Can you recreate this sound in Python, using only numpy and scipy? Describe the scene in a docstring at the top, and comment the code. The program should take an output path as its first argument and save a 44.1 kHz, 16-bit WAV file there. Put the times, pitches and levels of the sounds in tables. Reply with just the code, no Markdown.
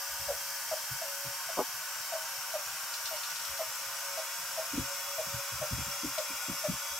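"""Robot vacuum on a table-tennis table

A bare room, a stereo pair, the robot creeping along the top towards the microphones. Its fan rushes
through wall echoes that slide as it moves; motors whine, gaps whistle and wheels rumble. The turning
brush squeaks about twice a second, grit ticks, and the table gives soft thumps and one knock."""
import sys
import numpy as np
from scipy import signal
from scipy.fft import rfft, irfft
from scipy.io import wavfile

SR = 44100
rng = np.random.default_rng(int(sys.argv[2]) if len(sys.argv) > 2 else 0)


def file_out(sig):
    """Save sig as 16-bit WAV at sys.argv[1]."""
    # one column per channel
    cols = np.atleast_2d(sig).T
    # limit, then scale
    lim = np.clip(cols, -1, 1)
    pcm = np.round(lim * 32767).astype(np.int16)
    wavfile.write(sys.argv[1], SR, pcm)


N = 308259
TIME = np.arange(N) / SR
FREQS = np.maximum(np.arange(N // 2 + 1) * SR / N, 1)

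# rolling wheels, heard through the table: (frequency [Hz], relative level [dB])
ROLLING = [(20, -11), (55, 7.5), (100, 5.5), (170, 8), (230, -1), (380, 0), (480, -82), (700, -12.5)]


def from_db(db):
    """Decibels to gain."""
    return 10 ** (np.asarray(db) / 20)


def unit_rms(x):
    """Scale to an rms of one."""
    return x / np.sqrt(np.mean(x ** 2) + 1e-20)


def in_time(rows):
    """Each column of a timed curve, sample by sample."""
    times, *columns = np.transpose(rows)
    return [np.interp(TIME, times, column) for column in columns]


def approach(far, near, sets_off_s=0.74, arrives_s=6.13):
    """Glide from a far to a near value as the robot closes on the microphones."""
    return np.interp(TIME, [sets_off_s, arrives_s], [far, near])


def gains(points):
    """A (frequency [Hz], level [dB]) table as a gain at every frequency."""
    hz, db = np.transpose(points)
    return from_db(np.interp(np.log(FREQS), np.log(hz), db))


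def shaped(x, gain):
    """Colour a sound by a gain at every frequency."""
    return irfft(rfft(x) * gain, N)


def noise(gain):
    """Coloured noise of unit rms."""
    return unit_rms(shaped(rng.standard_normal(N), gain))


def drift(rate):
    """A random wander of unit rms, changing about rate times a second."""
    return noise((FREQS > 1) / (1 + (FREQS / rate) ** 2))


def resonate(x, hz, width):
    """A resonance with unit gain at its peak."""
    r = np.exp(-np.pi * width / SR)
    poles = [1, -2 * r * np.cos(2 * np.pi * hz / SR), r * r]
    return signal.lfilter(np.array([1, 0, -1]) * (1 - r * r) / 2, poles, x + 1e-18)


def ring(clicks, hz, t60):
    """Each click starts a dying sine of its own height."""
    r, w = np.exp(-np.log(1000) / (t60 * SR)), 2 * np.pi * hz / SR
    return signal.lfilter([0, np.sin(w)], [1, -2 * r * np.cos(w), r * r], clicks + 1e-18)


def add(track, s, sound):
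    """Lay a sound into a track at s seconds."""
    start = max(round(s * SR), 0)
    track[start:start + len(sound)] += sound[:N - start]


def room(x, wet_db, t60):
    """The direct sound and its diffuse tail."""
    t = TIME[:SR // 2]
    tail = rng.standard_normal(len(t)) * np.exp(-np.log(1000) * t / t60) * (t > .008)
    return x + from_db(wet_db) * signal.fftconvolve(x, tail / np.linalg.norm(tail))[:N]


def sliding_echoes(x, wall_db=-14.0, slide_s=.003, count=12):
    """Echo paths to the microphones change as the robot moves: ripples wander through the spectrum."""
    # off the top and nearby faces: (starting delay [s], final delay [s], level [dB])
    bounces = [(.00066, 0.0008, -11.5), (.00125, 0.0015, -14.5), (.00184, .00217, -13.5),
               (.00256, 0.0028, -13)]
    fine, out = signal.resample_poly(x, up=4, down=1), x.copy()
    fine_time = np.linspace(0, N / SR, len(fine), endpoint=False)
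    lags = np.geomspace(.005, .03, count) * rng.uniform(.9, 1.1, count)
    walls = [(lag, lag + slide_s * rng.uniform(-1, 1), wall_db) for lag in lags]
    for first, last, db in bounces + walls:
        delay = np.linspace(first, last, N)
        out += from_db(db) * np.interp((TIME - delay) % TIME[-1], fine_time, fine)
    return out


def air(low_cut_hz=545, hiss_above_hz=3800, rush_trim_db=-0.5):
    """Turbulence in the fan and ducts; the small housing radiates almost no bass."""
    # suction: (time [s], rush level [dB], hiss level [dB])
    suction = [(0.0, -44, -40), (0.54, -44, -39.5), (1.87, -43.5, -41), (6.48, -43, -40), (6.99, -44, -40)]
    # exhaust far off, then nearer and turned: (frequency [Hz], relative level [dB])
    air_far = [(600, -7), (850, -2.5), (1050, -1), (1520, -1), (1850, -2), (2700, -5), (3700, -9.5),
               (4700, -3.5), (5600, -1), (6800, -6), (9000, -7), (10300, -10.5), (13400, -6.5),
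               (15500, -11.5)]
    air_near = [(600, -4.5), (820, -8), (1020, 0), (1400, -0.5), (1750, -4.5), (2400, -4.5), (3900, -10.5),
                (4700, -6), (5600, -2.5), (6800, -5.5), (9000, -9), (10300, -11.5), (13400, -9),
                (15500, -14.5)]
    # hollows of the housing: (frequency [Hz], width [Hz], lift [dB])
    housing = [(781, 18, 4), (1217, 45, 3), (1478, 72, 1), (4340, 370, -5.5), (5640, 600, 1),
               (11360, 420, 3)]
    rush_db, hiss_db = in_time(suction)
    hollows = from_db(sum(db / (1 + (2 * (FREQS - hz) / width) ** 2) for hz, width, db in housing))
    body = hollows / np.sqrt(1 + (low_cut_hz / FREQS) ** 20)
    nearness = approach(0, 0.98)
    far = np.sqrt(1 - nearness) * noise(body * gains(air_far))
    near = np.sqrt(nearness) * noise(body * gains(air_near))
    flow = sliding_echoes(far + near)
    hiss = shaped(flow, 1 / (1 + (hiss_above_hz / FREQS) ** 10))
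    return from_db(rush_db + rush_trim_db) * unit_rms(flow - hiss) + from_db(hiss_db) * unit_rms(hiss)


def tone(hz, wander, waver_db):
    """One partial of a motor, slightly unsteady in speed and strength; unit rms."""
    phase = 2 * np.pi * np.cumsum(hz * (1 + wander * drift(8))) / SR
    return unit_rms(np.sin(phase) * from_db(waver_db * drift(6)))


def motors(brush_hz=560, fan_hz=927):
    """The brush motor drones, and whines louder as it nears; the fan holds a steadier note."""
    # the drone swells and fades as the robot moves through the room's standing waves:
    # (time [s], relative level [dB])
    drone = [(0.0, -57), (0.8, -66.5), (1.3, -51), (1.5, -75), (1.9, -63.2), (3.4, -68.5), (3.6, -55.6),
             (3.7, -64.2), (4.1, -53.5), (4.3, -63.5), (5.1, -52), (6.5, -63.5), (6.98, -58.7)]
    drone_db, = in_time(drone)
    brush = from_db(drone_db + 2.0) * tone(brush_hz, wander=0.0055, waver_db=3.5)
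    brush += from_db(approach(-69.5, -55.5)) * tone(6 * brush_hz, wander=0.0018, waver_db=2.5)
    fan = from_db(-55.5) * tone(fan_hz, wander=0.0011, waver_db=2.0)
    fan += from_db(-67) * tone(3 * fan_hz, wander=0.0015, waver_db=6)
    fan += from_db(-56.5) * tone(8 * fan_hz, wander=0.00158, waver_db=4.5)
    return brush + fan


def singing(hz, width_hz, stray=.007, strays_per_s=1.5):
    """A narrow band of noise whose centre wanders; unit rms."""
    centre = hz * (1 + stray * drift(strays_per_s))
    return unit_rms(drift(width_hz) * np.sin(2 * np.pi * np.cumsum(centre) / SR))


def whistle(swell_db=2.5, swells_per_s=4.3):
    """Air sings at narrow gaps, swelling and fading by chance, with a few spurts of high hiss."""
    # gaps in the shell: (pitch [Hz], width [Hz], far level [dB], near level [dB])
    gaps = [(1484, 7.1, -53, -68), (2356, 50, -77, -55.5), (5595, 90, -62, -53.5), (13570, 150, -54.5, -57)]
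    # spurts of hiss: (time [s], length [s], level [dB])
    spurts = [(2.95, 0.3, -51), (3.44, 0.29, -49), (5.0, 0.36, -50)]
    out, spurting = np.zeros(N), np.zeros(N)
    for hz, width, far_db, near_db in gaps:
        note = singing(hz, width) * from_db(swell_db * drift(swells_per_s))
        out += from_db(approach(far_db, near_db)) * unit_rms(note)
    for s, length, db in spurts:
        add(spurting, s, from_db(db) * np.sin(np.pi * np.minimum(TIME[:SR] / length, 1)))
    return out + spurting * singing(hz=13500, width_hz=160)


def wheels(rumble_db=-73, lumpy_db=5, hum_db=-77, hum_hz=150):
    """Uneven rolling rumbles in the table, with the low hum of the drive."""
    rumble = noise(gains(ROLLING)) * from_db(rumble_db + lumpy_db * drift(26))
    return rumble + from_db(hum_db) * tone(hum_hz, wander=0.028, waver_db=4.5)


def table_push(force, hz, spread=0.38, dull_hz=480):
    """A scuffing push around one pitch shakes the top, as strongly as a sine under the same force."""
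    # modes of the top: (frequency [Hz], width [Hz], relative level [dB])
    modes = [(63, 22.6, 16.5), (124, 28, 7), (199, 31, -12), (262, 67, 2), (345, 30, -39), (486, 400, -1)]
    scuff = force * rng.standard_normal(len(force))
    push = resonate(resonate(scuff, hz, spread * hz), hz, width=162)
    top = sum(from_db(db) * resonate(push, mode_hz, width) for mode_hz, width, db in modes)
    top = signal.sosfilt(signal.butter(4, dull_hz, fs=SR, output="sos"), top)
    return unit_rms(top) * np.sqrt(np.mean(force ** 2) / 2)


def thumps(trim_db=-1.5, swell_s=0.013, hold_s=0.0072, dying_s=0.017):
    """Each thump or faint wheel jolt pushes the top; the weight then settles and rocks the frame."""
    # soft thumps in the table: (time [s], relative level [dB], centre [Hz])
    pushes = [(.091, -51, 58), (.188, -45, 96), (.258, -44, 61), (0.901, -38, 117), (1.244, -42, 151.5),
              (3.488, -50, 84.5), (4.73, -32.5, 240), (4.766, -26, 255), (4.785, -35, 121.5),
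              (5.26, -45.5, 151), (5.327, -34, 113), (5.516, -40, 107.6), (5.591, -40.5, 120.8),
              (5.709, -28, 127), (5.775, -31, 123.5), (5.861, -41, 134.6), (6.031, -30.5, 274),
              (6.293, -45, 235), (6.482, -32.5, 196.6), (6.68, -27, 173), (6.888, -52, 60)]
    jolts_per_s, jolt_db, jolt_spread_db, jolt_hz = 2.5, -59, 3, 105
    settle_s, settle_db, settle_hz = 0.01707, -13, 118
    frame_db, frame_hz = -17, 55
    out, t = np.zeros(N), TIME[:SR // 3]
    force = np.minimum(t / swell_s, 1) * np.exp(-np.maximum(t - swell_s - hold_s, 0) / dying_s)
    frame = from_db(frame_db) * force * np.sin(2 * np.pi * frame_hz * t)
    jolts = [(when * TIME[-1], jolt_db + jolt_spread_db * (2 * size - 1), jolt_hz)
             for when, size in rng.random((round(jolts_per_s * TIME[-1]), 2))]
    for s, db, hz in pushes + jolts:
        gain = from_db(db + trim_db)
        add(out, s - .004, gain * table_push(force, hz))
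        settling = from_db(settle_db) * table_push(force, settle_hz)
        add(out, min(s + settle_s, TIME[-1]), gain * (settling + frame))
    return out


def squeaks(sharp=.14, settle_s=0.0076, judder=.5, judder_hz=80, bend=.035, low_cut_hz=490):
    """The brush sticks and slips on the top: a near sine that starts sharp and judders, over a scrape."""
    # brush squeaks: (time [s], relative level [dB], pitch [Hz], length [s])
    slips = [(0.283, -25.5, 558, 0.048), (0.711, -27, 619, 0.042), (1.014, -33, 626, 0.024),
             (1.486, -34.5, 652, 0.029), (2.12, -30, 642, .046), (2.534, -29, 617, 0.047),
             (3.106, -36.5, 630, 0.056), (3.591, -29, 628, 0.033), (4.172, -31, 625, 0.033),
             (4.572, -30, 629, 0.041), (5.179, -28.5, 617, 0.037), (5.611, -29, 599, 0.04),
             (6.176, -27.5, 607, 0.033), (6.637, -27.5, 608, 0.036)]
    second_db, third_db, scrape_db, rasp_db, thud_db = -23, -25, -16, -23, -31
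    squeal, load, t = np.zeros(N), np.zeros(N), TIME[:SR // 8]
    shake = drift(42)
    for s, db, hz, length in slips:
        # the bristles catch and release a few times, more deeply as they let go
        catch_hz = judder_hz * (1 + 0.44 * np.interp(s + t, TIME, shake))
        catches = np.cumsum(catch_hz) / SR + rng.random()
        grip = np.sin(2 * np.pi * catches) * np.minimum(2 * t / length, 1)
        pitch = hz * (1 + sharp * np.exp(-t / settle_s) - bend * grip)
        phase = 2 * np.pi * np.cumsum(pitch) / SR
        pressure = from_db(db) * np.interp(t / length, [0, .18, .75, 1.1, 2], [.14, .81, .63, .081, .0099])
        overtones = from_db(second_db) * np.sin(2 * phase) + from_db(third_db) * np.sin(3 * phase)
        add(squeal, s, pressure * (1 + judder * grip) * (np.sin(phase) + overtones))
        add(load, s, pressure)
    scrape = resonate(resonate(rng.standard_normal(N), hz=746, width=180), hz=700, width=220)
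    squeal += from_db(scrape_db) * load * unit_rms(scrape)
    squeal += from_db(rasp_db) * load * singing(hz=1250, width_hz=360)
    # the housing radiates almost no bass; only a faint thud passes through the table
    squeal = signal.sosfilt(signal.butter(8, low_cut_hz, "high", fs=SR, output="sos"), squeal)
    thud = from_db(thud_db) * load * noise(gains(ROLLING))
    return room(squeal + thud, wet_db=-13, t60=.22)


def knock():
    """A few quick contacts ring the table in one dull rattle."""
    # contacts: (time [s], relative level [dB])
    contacts = [(1.571, -8.5), (1.5764, -3.5), (1.582, -5), (1.589, 3), (1.5939, 2), (1.602, -1),
                (1.61, -12)]
    # what they set ringing: (frequency [Hz], relative level [dB], t60 [s])
    modes = [(281, -29.5, 0.047), (345, -29.5, 0.031), (484, -24.5, 0.026), (680, -23.5, 0.015),
             (844, -30, 0.034), (980, -23, 0.013), (1214, -29.5, 0.019)]
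    clicks = np.zeros(N)
    for s, db in contacts:
        add(clicks, s, from_db([db]))
    rings = sum((-1) ** k * from_db(db) * ring(clicks, hz, t60) for k, (hz, db, t60) in enumerate(modes))
    return room(rings, wet_db=-6.0, t60=0.055)


def grit(trim_db=-4.5, dying_s=0.015):
    """Crumbs hit the plastic shell with short bright ticks."""
    # hits on the shell: (time [s], relative level [dB])
    hits = [(2.9387, -33), (3.0562, -30), (3.162, -35.5), (3.2334, -35), (3.299, -34.5), (3.3583, -35),
            (3.396, -38), (3.4494, -37.5), (3.5758, -39), (6.183, -32.5)]
    # colour of a tick: (frequency [Hz], relative level [dB])
    colour = [(1200, -49), (2400, -2.5), (3100, -2), (4200, 4), (6500, -1), (9000, -9), (15000, -33)]
    blows = np.zeros(N)
    for s, db in hits:
        add(blows, s, from_db(db + trim_db) * np.exp(-TIME[:SR // 8] / dying_s))
    return room(blows * noise(gains(colour)), wet_db=-4, t60=0.22)


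def scene():
    """At the stereo pair: the robot in the middle, sound from the walls in the side signal."""
    # stereo width: (frequency [Hz], side gain [dB])
    width = [(40, 6), (130, -2), (300, 1), (600, -12.5), (1500, -29), (2100, -10), (2800, -4.5),
             (5000, -3.5), (10000, -5.5), (14000, -9)]
    # balance of the pair: (frequency [Hz], left minus right [dB])
    balance = [(60, -1.5), (130, 2), (290, 0.8), (640, 0.78), (1410, -0.5), (3100, 3), (6820, 1.2),
               (15000, 1.0)]
    whine = motors() + whistle()
    contacts = squeaks() + thumps() + knock() + wheels()
    mid = air() + grit() + whine + contacts
    around = air() + grit() + room(contacts, wet_db=-9, t60=0.046) - contacts
    around += shaped(whine, 1j)  # standing waves put the steady tones out of phase across the pair
    side, lean = shaped(around, gains(width)), np.sqrt(gains(balance))
    return np.array([shaped(mid + side, lean), shaped(mid - side, 1 / lean)])


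def record(dry, cutoff_hz=15750):
    """A steep low-pass takes off the highest treble."""
    return signal.sosfilt(signal.ellip(12, .1, 80, cutoff_hz, fs=SR, output="sos"), dry)


dry = scene()
out = record(dry)
file_out(out)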